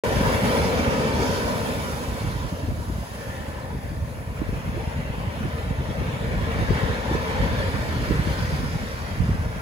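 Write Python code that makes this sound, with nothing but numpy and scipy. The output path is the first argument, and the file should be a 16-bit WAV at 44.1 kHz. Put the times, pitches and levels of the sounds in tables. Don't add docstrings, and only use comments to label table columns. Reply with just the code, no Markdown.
import sys
import numpy as np
from scipy import signal
from scipy.fft import rfft, irfft, next_fast_len
from scipy.io import wavfile
from scipy.ndimage import uniform_filter1d

SR = 44100
rng = np.random.default_rng(int(sys.argv[2]) if len(sys.argv) > 2 else 0)


def waveform_to_disk(signal):
    frames = np.transpose(np.atleast_2d(signal))
    scaled = np.clip(frames, -1, 1) * 32767
    samples = np.round(scaled).astype(np.int16)
    wavfile.write(sys.argv[1], SR, samples)


N = 423801
FFT_SIZE = 2 * next_fast_len(N // 2 + 1)
VOICES_HZ = (850, 2100, 5500, 10000)

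# time_s, relative_peak_db, core_hz, relative_puff_db
EDDIES = [(0.167, -12.5, 198, -25), (0.208, -14, 233, -24), (0.232, -20, 203, -36), (0.273, -17, 189, -41),
          (1.197, -18.5, 226, -24.5), (2.269, -16.5, 141, -44), (2.361, -20, 202, -46),
          (2.448, -18, 131, -41), (2.684, -19, 173, -35), (2.72, -20.5, 189, -41), (2.778, -20.5, 160, -44),
          (2.898, -21, 260, -37), (2.924, -18.5, 170, -61), (2.982, -22, 243, -46), (3.747, -20, 181, -36),
          (3.928, -26, 180, -40), (4.022, -14, 118, -48), (4.417, -21.5, 400, -29), (4.49, -17, 160, -31),
          (4.528, -15.5, 215, -33), (4.66, -23, 199, -41), (4.766, -21, 177, -32), (5.231, -23, 287, -40),
          (5.45, -21, 173, -30), (5.707, -17, 197, -43), (5.806, -26, 191, -31.5), (6.008, -18, 403, -29.5),
          (6.37, -19, 191, -41), (6.422, -16.5, 182, -35), (6.621, -15, 198, -33), (6.704, -11, 189, -25),
          (6.722, -11, 130, -49), (6.834, -13.5, 181, -31), (6.896, -20, 149, -39), (7.111, -15, 245, -27),
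          (7.149, -17, 300, -27), (7.405, -15, 170, -41), (7.43, -15, 230, -34), (7.589, -17, 180, -45),
          (7.742, -19, 172, -40), (8.109, -8.5, 320, -24), (8.151, -17, 240, -34), (8.195, -11, 197, -35),
          (8.271, -16, 174, -28.5), (8.824, -26, 176, -50), (9.203, -12, 181, -48), (9.29, -15, 178, -32)]


def surf(surge_db, patchy_db, deepening):
    # time_s, focus_share
    focus = [(0, 0.95), (1.5, 1), (2.4, 0.53), (3.05, 0.3), (3.35, 0.84), (4.5, 0.2), (6, 0.6), (7, 0.52),
             (8.4, 0.66), (8.9, 0)]
    # time_s, left_minus_right_db
    roar_pan = [(0, -0.5), (1.3, -.5), (2.2, -3), (3.1, -1), (3.7, 1), (5.6, 2.5), (7, 1), (9.5, 1)]
    hz, t, sea = signal.stft(sea_noise(bubbles_db=-9.0), SR, nperseg=1024)
    octave = np.log2(np.maximum(hz, 1))
    frame_samples = np.minimum(t * SR, N - 1).astype(int)
    swell_db = swell(t)
    voices = np.array([np.interp(octave, np.log2(VOICES_HZ), pick) for pick in np.eye(len(VOICES_HZ))])
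    voices[0] *= 1 + deepening * np.clip(np.log2(700) - octave, 0, 1)
    gain_db = voices.T @ (swell_db - swell_db.mean(axis=1, keepdims=True))
    gain_db += surge_db * drift(12.0)[frame_samples]
    gain_db += incoming_wash(octave, t) + bubble_clouds(octave, t)
    splashes = uniform_filter1d(rng.standard_normal(gain_db.shape), size=3, axis=0)
    splashes = rms_one(uniform_filter1d(splashes, size=11, axis=1))
    gain_db += patchy_db * np.minimum(hz / 880, 1)[:, None] * splashes
    colour_db = surroundings(hz)[:, :, None] * np.interp(t, *np.transpose(focus))
    pan_db = np.outer(voices[0], np.interp(t, *np.transpose(roar_pan)))
    colour_db += np.array([pan_db, -pan_db]) / 2
    return signal.istft(sea * from_db(gain_db + colour_db), SR)[1][:, :N]


def swell(t):
    # peak_s, relative_db, rise_10_db_s, roar_fall_10_db_s, db_per_octave
    waves = [(.55, -48.5, 1.5, .95, 7.0), (.55, -27.8, 1.3, 1.7, -1.5), (1.28, -40.5, .2, .6, 3.0),
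             (1.85, -51, 1.1, 1.0, 7.3), (2.32, -46.5, .22, .55, 3.0), (3.2, -55, .7, .6, 6.2),
             (3.5, -43.5, .38, .75, -.5), (4.52, -43.5, .3, 1.0, -1.5), (5.2, -38.5, .9, 3.5, -1.5),
             (7.12, -32.0, 1.1, 1.4, -.9), (8.42, -38.3, 1.7, 1.8, 2.0), (9.5, -38.8, 1.1, 2.0, -2.6)]
    breaker_db = np.array([-8.5, -7, -17.5, -37])[:, None]
    distant_db = np.array([-49.5, -55.5, -61.5, -72.5])[:, None]
    octaves = np.log2(np.array(VOICES_HZ) / VOICES_HZ[0])[:, None]
    power = from_db(distant_db) ** 2
    for peak_s, level_db, rise_s, fall_s, bright_db in waves:
        age = t - peak_s
        fall = np.abs(age / fall_s) ** 1.32 * 2 ** (0.3 * octaves)
        shape_db = -10 * np.where(age < 0, (age / rise_s) ** 2, fall)
        power = power + from_db(level_db + breaker_db + bright_db * octaves + shape_db) ** 2
    return 10 * np.log10(power)


def sea_noise(bubbles_db):
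    # frequency_hz, density_db
    colour = [(40, -94), (120, -66), (240, -61), (345, -72.5), (450, -62.5), (730, -67), (1200, -70.5),
              (2000, -73), (2900, -79), (4200, -84), (5800, -85.5), (7500, -89.5), (8800, -86.8),
              (10500, -88), (15500, -97)]
    # frequency_hz, power_share
    direct_share = [(300, 0.14), (700, 0.28), (1400, 0.67), (2400, 0.2), (6200, 0.28), (7300, 0.65),
                    (8200, 1)]
    # frequency_hz, correlation
    likeness = [(200, 0.54), (540, 0.88), (750, -0.74), (950, 0.17), (1300, -0.2), (1790, 0.6),
                (2060, 0.38), (2300, 0.5), (2900, -0.18), (3500, -0.1), (4000, -0.35), (5500, 0.1),
                (7500, 0.17)]
    # frequency_hz, left_minus_right_db
    balance = [(300, -0.4), (620, 4.5), (850, -.5), (1000, 2), (1220, -1.5), (1600, 0), (3800, -1.5),
               (5400, -4), (7600, -0.5)]
    hz = bin_hz()
    left = np.where(hz < 6000, delay(seconds=0.00026), -delay(seconds=1 / 4400))
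    pings = from_db(bubbles_db) * bubbles(per_s=500, cycles=160, spread_db=2.0, chirp=0.0422)
    share = np.clip(at_hz(direct_share, hz), 0, 1)
    direct = (np.sqrt(share) * white() + pings) * np.array([left, np.ones(len(hz))])
    diffuse = np.sqrt(1 - share) * noise_pair(at_hz(likeness, hz))
    colour_db = at_hz(colour, hz) + at_hz(balance, hz) / 2 * [[1], [-1]]
    return irfft((diffuse + direct) * from_db(colour_db))[:, :N]


def bubbles(per_s, cycles, spread_db, chirp, low_hz=600, high_hz=6000):
    out = np.zeros(FFT_SIZE)
    for when, smallness, faintness in rng.random((int(per_s * N / SR), 3)):
        hz, start = low_hz * (high_hz / low_hz) ** smallness, int(when * N)
        periods = np.arange(min(int(cycles / hz * SR), N - start)) * hz / SR
        envelope = (1 - np.exp(-periods / 2)) * from_db(-40 * periods / cycles)
        ping = envelope * np.sin(2 * np.pi * periods * (1 + chirp * periods / cycles))
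        out[start:start + len(ping)] += ping * hz * from_db(-spread_db * np.log(faintness + 0.03))
    return rfft(rms_one(out)) * np.sqrt(high_hz - low_hz)


def incoming_wash(octave, t):
    start_s, attack_s, end_s, release_s = 3.2, 0.2, 9.9, 1.5
    base_hz, climb_from_s, climb_hz_per_s, lift_db = 1840, 3.06, 490, 2.5
    envelope = np.clip(np.minimum((t - start_s) / attack_s, (end_s - t) / release_s), 0, 1)
    centre_hz = base_hz + climb_hz_per_s * np.maximum(t - climb_from_s, 0)
    width_octaves = 0.13 * centre_hz / base_hz
    return lift_db * envelope * np.exp(-((octave[:, None] - np.log2(centre_hz)) / width_octaves) ** 2)


def bubble_clouds(octave, t, churn_db=1.1):
    # peak_s, half_length_s, pitch_hz, half_width_octaves, lift_db
    clouds = [(.4, .45, 880, .2, 1.8), (0.595, 0.22, 2160, 0.22, 2.5), (0.718, 0.33, 5300, 0.48, 3.5),
              (.7, 0.64, 406, 0.33, 1.5), (1.4, 0.61, 247, 0.4, 4), (1.6, 1.3, 1250, 0.28, 1.5),
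              (1.306, 0.23, 5230, 0.45, 3.7), (2.4, 0.29, 4200, 0.54, 2), (3.556, 0.28, 290, 0.38, 5.5),
              (4.75, .45, 2020, .09, 3), (5.12, .27, 2850, .15, 3), (5.95, 0.62, 2350, 0.33, 2.8),
              (5.846, 0.67, 3900, 0.11, 4.5), (7.0, .5, 930, 0.14, 2), (7.0, 0.7, 1750, 0.12, 4),
              (7.35, 0.36, 3480, .14, 2.6), (8.1, 0.33, 328, 0.19, 11), (8.0, 0.8, 1500, 0.49, 3),
              (9.4, 0.44, 1300, 0.28, 1)]
    out = 0
    for peak_s, half_length_s, hz, half_width, lift_db in clouds:
        waver_db = churn_db * np.interp(t * SR, np.arange(N), drift(12))
        life = np.exp(-((t - peak_s) / half_length_s) ** 2)
        band = np.exp(-((octave - np.log2(hz)) / half_width) ** 2)
        out = out + np.outer(band, life * (lift_db + waver_db))
    return out


def surroundings(hz):
    # delay_s, left_gain, right_gain
    echoes = [(.00152, -0.22, -0.12), (.00178, -0.13, -0.11), (.00222, 0.18, 0.12), (.00279, -0.11, -0.084),
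              (.00397, 0.079, 0.029)]
    # centre_hz, width_hz, lift_db
    resonances = [(608, 177, 8.5), (1020, 250, 3.5), (1470, 88, 4), (1750, 67, 2.5), (1980, 95, 1),
                  (2290, 91, 0.5), (2700, 135, 3.5), (3353, 66, 7), (4640, 190, 4.5)]
    comb = 1 + sum(np.outer(gains, np.exp(-2j * np.pi * hz * lag_s)) for lag_s, *gains in echoes)
    housing_db = sum(lift_db / (1 + (2 * (hz - centre) / max(width, centre / 20)) ** 2)
                     for centre, width, lift_db in resonances)
    return housing_db + 20 * np.log10(np.abs(comb))


def wind(gain_db, lumpy_db, raggedness, likeness):
    # frequency_hz, relative_db
    colour = [(18, -53), (33, -14), (55, -0.5), (80, 1), (130, -3), (220, -11.5), (320, -20.5), (600, -58),
              (1500, -70), (5000, -100)]
    # time_s, db_per_octave
    tilt = [(0, 1), (2, 3), (2.4, 7), (2.75, 3.5), (3.6, 3.5), (4.2, -.5), (5.3, 2), (7.1, -1), (8.1, -2),
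            (9.4, -3)]
    gust_db, tilt_db = gusts(), in_time(tilt)
    spectrum = noise_pair(likeness) * from_db(at_hz(colour, bin_hz()))
    flutter_db = lumpy_db * np.tanh(0.6 * drift(36))
    rumble = 0
    for hz, band in bands(spectrum, 160, 600, count=4):
        octaves = np.log2(hz / 100)
        rumble = rumble + band * from_db(flutter_db + octaves * (raggedness * flutter_db + tilt_db))
    power = uniform_filter1d(np.mean(rumble ** 2, axis=0), size=6000)
    return from_db(gust_db + gain_db) * rumble / np.sqrt(power + 1e-20)


def gusts(waver_db=1.4):
    # time_s, level_db
    breeze = [(.05, -33), (.2, -27.8), (.85, -27.7), (1.6, -32), (2.18, -31), (2.38, -27.5), (2.55, -31.5),
              (2.75, -28.5), (2.86, -33), (2.96, -31), (3.08, -35.5), (3.62, -33.5), (3.85, -31),
              (4.25, -33.5), (4.9, -29), (5.4, -30), (6.6, -26), (7.05, -32.5), (7.45, -27.5), (8.15, -27),
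              (8.45, -25.5), (8.7, -29.5), (8.95, -31.5), (9.35, -21.5), (9.6, -32.5)]
    flurry_offset_db, flurry_fall_10_db_s, flurry_ceiling_db = -11, 0.053, -36.5
    wake_db, wake_delay_s, wake_half_s = -1, 0.13, 0.058
    coarse_t, t = np.arange(0, N / SR, .005), np.arange(N) / SR
    eddy_s, peak_db = np.transpose(EDDIES)[:2, :, None]
    age = coarse_t - eddy_s
    flurries_db = peak_db + flurry_offset_db - 10 * (age / flurry_fall_10_db_s) ** 2
    flurry = from_db(np.minimum(flurries_db.max(axis=0), flurry_ceiling_db))
    wake = np.max(np.exp(-((age - wake_delay_s) / wake_half_s) ** 2), axis=0)
    breeze_db = in_time(breeze) + wake_db * np.interp(t, coarse_t, wake) + waver_db * drift(11)
    return 20 * np.log10(np.hypot(from_db(breeze_db), np.interp(t, coarse_t, flurry)))


def buffets(swing_gain_db, swing_hz, core_cycles, fade_s, lean_db, puff_gain_db, puff_s):
    out, t = np.zeros((2, N)), np.arange(N) / SR
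    puff_band = signal.butter(3, (223, 425), "band", fs=SR, output="sos")
    air = rms_one(signal.sosfilt(puff_band, rng.standard_normal(N)))
    for eddy_s, peak_db, core_hz, puff_db in EDDIES:
        half_turns, side = rng.uniform(-1.23, 1, 2)
        near = np.abs(t - eddy_s) < .08
        age = t[near] - eddy_s - .5 / core_hz
        quickening = (1 - swing_hz / core_hz) * core_cycles * np.tanh(age * core_hz / core_cycles)
        phase = 2 * np.pi * (swing_hz * age + quickening) + np.pi * half_turns
        swing = np.exp(-np.hypot(age, .002) / fade_s) * np.sin(phase)
        puff = air[near] * np.exp(-np.abs(age) / puff_s) * (1 + np.tanh(2 * age * core_hz + 1))
        puff /= np.abs(puff).max()
        hit = swing * from_db(peak_db + swing_gain_db) + puff * from_db(puff_db + puff_gain_db)
        out[:, near] += hit * from_db(lean_db * side * np.array([[1], [-1]]))
    return out


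def gurgles(pops_per_s, ring_60_db_s):
    # peak_s, rise_10_db_s, fall_10_db_s, pitch_hz, level_db
    hollows = [(3.42, .35, .9, 1760, -49.5), (3.37, .25, .4, 1895, -54), (8.38, .09, .15, 1520, -45)]
    out, t = 0, np.arange(N) / SR
    pole = from_db(-60 / (ring_60_db_s * SR))
    for peak_s, rise_s, fall_s, hz, level_db in hollows:
        pops = (rng.random(N) < pops_per_s / SR) * rng.standard_normal(N)
        resonator = [1, -2 * pole * np.cos(2 * np.pi * hz / SR), pole * pole]
        ringing = signal.lfilter([1, 0, -1], resonator, pops + 1e-18)
        age = t - peak_s
        shape_db = -10 * np.where(age < 0, (age / rise_s) ** 2, age / fall_s)
        out = out + rms_one(ringing) * from_db(level_db + shape_db)
    return out


def foam(level_db):
    # frequency_hz, relative_db
    colour = [(2000, -30), (7000, -21), (11000, -2), (14500, 3), (16000, 4)]
    hiss = irfft(noise_pair(likeness=0.72) * from_db(at_hz(colour, bin_hz())))[:, :N]
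    return from_db(level_db) * rms_one(hiss)


def from_db(db):
    return 10 ** (np.asarray(db) / 20)


def rms_one(x):
    return x / np.sqrt(np.mean(x ** 2) + 1e-20)


def in_time(points):
    return np.interp(np.arange(N) / SR, *np.transpose(points))


def at_hz(points, hz):
    where, value = np.transpose(points)
    return np.interp(np.log(hz), np.log(where), value)


def drift(rate_hz):
    step, settle = 40, 2000
    pole = np.exp(-2 * np.pi * rate_hz * step / SR)
    noise = rng.standard_normal(N // step + settle + 2)
    slow = signal.lfilter([1], [1, -2 * pole, pole * pole], noise)[settle:]
    return np.interp(np.arange(N) / step, np.arange(len(slow)), rms_one(slow))


def bin_hz():
    return np.maximum(np.fft.rfftfreq(FFT_SIZE, 1 / SR), 1)


def white():
    return rfft(rng.standard_normal(FFT_SIZE)) * np.sqrt(SR / 2)


def noise_pair(likeness):
    alike = np.clip(likeness, -1, 1)
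    return np.sqrt((1 + alike) / 2) * white() + np.sqrt((1 - alike) / 2) * white() * [[1], [-1]]


def bands(spectrum, low_hz, high_hz, count):
    centres, log_hz = np.geomspace(low_hz, high_hz, count), np.log(bin_hz())
    for centre, pick in zip(centres, np.eye(count)):
        yield centre, irfft(spectrum * np.interp(log_hz, np.log(centres), pick))[:, :N]


def delay(seconds):
    return np.exp(-2j * np.pi * bin_hz() * seconds)


def scene():
    sea = surf(surge_db=0.61, patchy_db=2.0, deepening=0.53)
    rumble = wind(gain_db=0.4, lumpy_db=6.0, raggedness=0.34, likeness=0.86)
    shallows = foam(level_db=-65) + gurgles(pops_per_s=320, ring_60_db_s=0.029)
    thumps = buffets(swing_gain_db=-1.5, swing_hz=61.7, core_cycles=0.58, fade_s=0.013,
                     lean_db=5.0, puff_gain_db=6.5, puff_s=0.0074)
    return sea + shallows + rumble + thumps


def record(dry):
    open_s, low_cut_hz, high_cut_hz = .036, 35, 15800
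    opened = np.clip((np.arange(N) / SR - open_s) / .002, 0, 1)
    thinned = signal.sosfilt(signal.butter(3, low_cut_hz, "high", fs=SR, output="sos"), dry * opened)
    return signal.sosfilt(signal.ellip(12, .1, 80, high_cut_hz, fs=SR, output="sos"), thinned)


dry = scene()
out = record(dry)
waveform_to_disk(out)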